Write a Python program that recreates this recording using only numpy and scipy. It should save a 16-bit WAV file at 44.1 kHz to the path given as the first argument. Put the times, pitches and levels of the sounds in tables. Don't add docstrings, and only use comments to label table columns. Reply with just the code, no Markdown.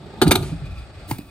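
import sys
import numpy as np
from scipy import signal
from scipy.fft import rfft, irfft, next_fast_len
from scipy.io import wavfile
from scipy.ndimage import map_coordinates

SR = 44100
rng = np.random.default_rng(int(sys.argv[2]) if len(sys.argv) > 2 else 0)


def digitize_waveform(pressure):
    field = np.atleast_2d(pressure).T
    bounded = np.clip(field, -1, 1)
    quanta = np.round(bounded * 32767).astype(np.int16)
    wavfile.write(sys.argv[1], SR, quanta)


N = 57330

# time in seconds, street hush in dB, wind in dB.
BED_FADER = [(0, -49.5, -50.5), (.2, -45.5, -40.5), (.5, -45.5, -34), (.8, -47.5, -39), (.92, -48.5, -46.5),
             (1.03, -45, -38.5), (1.15, -51.5, -43), (1.22, -53.5, -48), (1.3, -55.5, -44)]
# time in seconds, level in dB.
ROLL_FADER = [(0, -43), (.12, -44), (.2, -35.5), (.25, -25.5), (.38, -28), (.44, -34), (0.501, -42.5),
              (.62, -83)]
WHIRR_FADER = [(0, -63), (.2, -65), (.43, -55), (.56, -57.5), (.635, -59), (.66, -48), (.69, -57.5),
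               (.8, -48.5), (.89, -63), (1.03, -56), (1.3, -58.5)]
# frequency in Hz, relative level in dB.
HUSH_COLOUR = [(120, -20), (200, -0.5), (400, -1), (500, -5), (620, -0.5), (830, -5), (1000, -15),
               (1200, -9.5), (2000, -14), (3000, -19), (4500, -17), (6300, -33), (8600, -24), (11000, -76),
               (15500, -49)]
WIND_COLOUR = [(20, -25), (38, -7.5), (55, -1.5), (100, -4.5), (170, -16.5), (300, -31.5), (800, -90)]
ROLL_COLOUR = [(40, -19), (90, 8.5), (200, 3.5), (300, -3), (375, 5), (480, -10), (650, -8), (900, -5),
               (1060, -24), (1220, -6), (1800, -49), (3000, -24.5), (3700, -19), (6000, -42), (15000, -47)]
CLACK_COLOUR = [(200, -14), (400, -9.5), (520, -10.5), (750, -5), (950, -8.5), (1100, -25), (1300, -7),
                (1600, -10), (1820, -23), (2350, -12.5), (2800, -23), (3200, -21.5), (3600, -10),
                (4600, -12), (5500, -29.5), (6000, -20.5), (7300, -27), (8800, -19.5), (10400, -21.5),
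                (11500, -41), (12700, -23.5), (14000, -24), (15600, -38)]
SPIN_COLOUR = [(500, -15), (1500, -1), (2500, 4.5), (4500, -0.5), (6500, -2), (9500, 0), (11000, -6),
               (11800, -44), (14000, -10), (16000, -30)]
GRASS_COLOUR = [(100, 5.5), (330, 9), (500, -8), (900, -7), (2000, -15), (4500, -11), (6500, -18.5),
                (9500, -7.5), (11700, -24), (14000, -9), (16000, -8.5)]
RATTLE_COLOUR = [(250, -28), (550, -16), (780, 1), (950, 5), (1100, -9.5), (1700, -13.5), (2300, -5.5),
                 (3300, -26), (4000, -10.5), (4900, -14.5), (5800, -22.5), (9500, -16), (11700, -23),
                 (14200, -11), (15600, -22)]
# pitch in Hz, width in Hz, relative level in dB.
WHIRR_MODES = [(1164, 31, 3.5), (1338, 28, 7), (2479, 110, 5), (3464, 29, 3), (3840, 54, -4), (4740, 33, 0),
               (8360, 57, -7)]
FRAME_MODES = [(690, 150, 0), (1324, 130, -20), (2410, 75, 5.5), (2854, 27, 5.5), (3695, 130, -5),
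               (4440, 71, -27), (4630, 38, -7), (5650, 14, -5.5), (6650, 69, -9), (8330, 36, -6.5),
               (8450, 63, -3), (9300, 62, -22)]
# start in seconds, clack level in dB, chatter length in
# seconds, treble tilt in dB per octave, plywood knock in dB.
RAMP_HITS = [(0.2155, -12.5, 0.0088, -0.5, -8), (0.266, -22.5, 0.0048, -3.5, -33),
             (0.2782, -26.5, 0.0038, 1.5, -33), (0.3093, -13.5, .013, 0.85, -8.5),
             (.3535, -16.5, 0.0019, 1.8, -15.5), (0.424, -37.5, 0.0084, 1, -30)]
# pitch in Hz, level relative to the knock in dB, t60 in seconds.
PLYWOOD_MODES = [(325.2, -1, 0.038), (364.8, 1.5, 0.022), (373.3, -20.5, 0.41), (223.3, -10, 0.17),
                 (739.5, -15.5, 0.047), (844.6, -21, 0.13), (1209, -20.5, 0.13), (1435, -24, 0.2)]
# start in seconds, pitch in Hz, level in dB, rise in seconds, t60 in seconds.
RAMP_BOOMS = [(0.218, 112, -18, .006, 0.079), (0.249, 160.4, -8, 0.018, 0.082),
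              (.268, 296.5, -7, 0.0078, 0.046), (0.277, 82.6, -10, 0.013, .07),
              (0.353, 123, -16.5, 0.0027, 0.064), (0.399, 141.7, -24.5, 0.014, 0.34),
              (.512, 160.8, -21, 0.015, 0.18), (.52, 285, -29, 0.0091, 0.12), (.612, 142, -24, 0.016, .08),
              (0.637, 77, -21, 0.011, 0.03), (0.667, 169.4, -38.5, 0.0051, 0.57),
              (.772, 62.6, -25, 0.012, 0.29)]
LAWN_THUDS = [(1.115, 118, -18, 0.0082, 0.11), (1.11, 296, -16.5, 0.0053, 0.026),
              (1.111, 856, -19.5, 0.0014, 0.025), (1.189, 199, -20, 0.0038, 0.015),
              (1.19, 290, -38, 0.0084, 0.092)]
# start in seconds, level in dB, chatter length in seconds, treble tilt in dB per octave.
RATTLES = [(1.1116, -20.5, 0.0019, -2), (1.123, -40, 0.0035, 6), (1.1835, -36.5, 0.0037, 0)]
# frequency in Hz, t60 in seconds.
STREET_DECAY = [(150, 0.71), (1000, 0.37), (4000, 0.24), (9000, 0.43), (15000, 0.25)]
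# frequency in Hz, side gain in dB.
WIDTH = [(60, -14.5), (250, -22), (500, -11.5), (1000, -10), (2000, -2.5), (12000, -2.5)]
# frequency in Hz, left over right in dB.
BALANCE = [(60, 3), (200, -3.5), (500, -.5), (1000, 1), (2000, 1), (4000, -1), (12000, 0)]

CLACK_RISE_S, BUZZ_T60_S = 0.00051, 0.17
FRAME_DB, METAL_DB = -13.5, -5
SCATTER_DB, STREET_DB = -7, -16
LOW_CUT_HZ, TOP_HZ = 36, 15800


def amp(db):
    return 10 ** (np.asarray(db) / 20)


def unit(x):
    return x / np.sqrt(np.mean(x ** 2) + 1e-20)


def along(points, hz):
    freqs, values = np.transpose(points)
    return np.interp(np.log(hz + 1), np.log(freqs + 1), values)


def since(start):
    return np.maximum(np.arange(N) / SR - start, 0)


def envelope(start, rise, hold, t60):
    attack = np.sin(np.pi / 2 * np.minimum(since(start) / rise, 1)) ** 2
    return attack * np.exp(-np.log(1000) * since(start + rise + hold) / t60)


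def wobble(rate):
    return map_coordinates(rng.standard_normal(int(N * rate / SR) + 4), [since(0) * rate])


def fader(times, levels_db, flutter_db, rate):
    return amp(np.interp(since(0), times, levels_db) + flutter_db * wobble(rate))


def filtered(x, response):
    size = next_fast_len(N + SR // 2)
    return irfft(rfft(x, size) * response(np.fft.rfftfreq(size, 1 / SR)), size)[..., :N]


def noise(colour, tilt_db=0):
    white = rng.standard_normal(N)
    return unit(filtered(white, lambda hz: amp(along(colour, hz) + tilt_db * np.log2(hz + 1))))


def resonate(x, modes):
    return filtered(x, lambda hz: sum(amp(db) * 1j * hz * width / (pitch**2 - hz**2 + 1j * hz * width)
                                      for pitch, width, db in modes))


def smear(x, t60):
    ring = rng.standard_normal(SR // 8) * np.exp(-np.log(1000) * since(0)[:SR // 8] / t60)
    return signal.fftconvolve(x, ring / np.linalg.norm(ring))[:N]


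def stereo(mid, side):
    side = filtered(side, lambda hz: amp(along(WIDTH, hz)))
    return np.array([mid + side, mid - side])


def diffuse(colour):
    return stereo(noise(colour), noise(colour))


def outdoors():
    times, hush_db, wind_db = np.transpose(BED_FADER)
    hush = fader(times, hush_db, flutter_db=1, rate=59.76) * diffuse(HUSH_COLOUR)
    wind = fader(times, wind_db, flutter_db=2.5, rate=13.6) * diffuse(WIND_COLOUR)
    return hush + wind


def rolling():
    return fader(*np.transpose(ROLL_FADER), flutter_db=2.3, rate=120) * diffuse(ROLL_COLOUR)


def whirr():
    level = fader(*np.transpose(WHIRR_FADER), flutter_db=2.5, rate=44.74)
    ringing = level * unit(resonate(rng.standard_normal(N), WHIRR_MODES))
    hiss = amp(-46) * envelope(start=0.42, rise=0.03, hold=0.024, t60=0.31) * noise(SPIN_COLOUR)
    return ringing + hiss


def clack(start, db, length, tilt_db, colour, t60, buzz_db):
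    hit = envelope(start, CLACK_RISE_S, length, t60)
    buzz = amp(buzz_db) * envelope(start, CLACK_RISE_S, length, BUZZ_T60_S)
    shape = (hit + buzz) * unit(amp(3.1 * wobble(700)))
    crack = shape * noise(colour, tilt_db)
    frame = resonate(shape * rng.standard_normal(N), FRAME_MODES)
    chatter = crack + amp(FRAME_DB) * crack.std() * unit(frame)
    metal = amp(METAL_DB) * smear(chatter, t60=0.018)
    return amp(db) * chatter.std() * unit(chatter + metal)


def thump(start, hz, db, rise, t60, hold=0):
    return amp(db) * envelope(start, rise, hold, t60) * np.sin(2 * np.pi * hz * since(start))


def ramp():
    out = sum(thump(*boom) for boom in RAMP_BOOMS)
    for start, db, length, tilt_db, knock_db in RAMP_HITS:
        out += clack(start, db, length, tilt_db, CLACK_COLOUR, t60=0.046, buzz_db=-28.5)
        knock_start = start + 0.000994
        for hz, mode_db, t60 in PLYWOOD_MODES:
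            pitch = hz * (1 + rng.normal(0, 0.0072))
            level_db = knock_db + mode_db + rng.normal(0, 1)
            out += thump(knock_start, pitch, level_db, rise=0.0099, t60=t60, hold=0.0031)
    return out


def landing():
    touchdown = dict(start=1.0686, rise=0.032, hold=0.022)
    brush = envelope(**touchdown, t60=0.12)
    plough = amp(-10.5) * envelope(**touchdown, t60=0.99)
    blades = amp(2 * wobble(600))
    swish = amp(-37.5) * (brush + plough) * blades * noise(GRASS_COLOUR)
    thuds = sum(thump(*thud) for thud in LAWN_THUDS)
    rattle = sum(clack(*hit, RATTLE_COLOUR, t60=0.012, buzz_db=-17) for hit in RATTLES)
    return swish + thuds + rattle


def scooter():
    return ramp() + landing() + whirr()


def street(x):
    hz, t, spectrum = signal.stft(rng.standard_normal((2, SR // 2)), SR, nperseg=256)
    decay = np.exp(-np.log(1000) * t / along(STREET_DECAY, hz)[:, None])
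    tail = signal.istft(spectrum * decay, SR, nperseg=256)[1]
    mid, side = signal.fftconvolve(x[None], tail / np.linalg.norm(tail[0]), axes=1)[:, :N]
    return stereo(mid, side)


def scene():
    near = scooter()
    scatter = amp(SCATTER_DB) * scooter()
    side = filtered(near + scatter, lambda hz: 1j)
    return stereo(near, side) + amp(STREET_DB) * street(near) + rolling() + outdoors()


def record(dry):
    x = filtered(dry, lambda hz: amp(along(BALANCE, hz) * np.array([[1], [-1]]) / 2))
    x = signal.sosfilt(signal.butter(3, LOW_CUT_HZ, "high", fs=SR, output="sos"), x)
    x = x / (1 + x ** 6) ** (1 / 6)
    return filtered(x, lambda hz: 1 / (1 + (hz / TOP_HZ) ** 120))


dry = scene()
out = record(dry)
digitize_waveform(out)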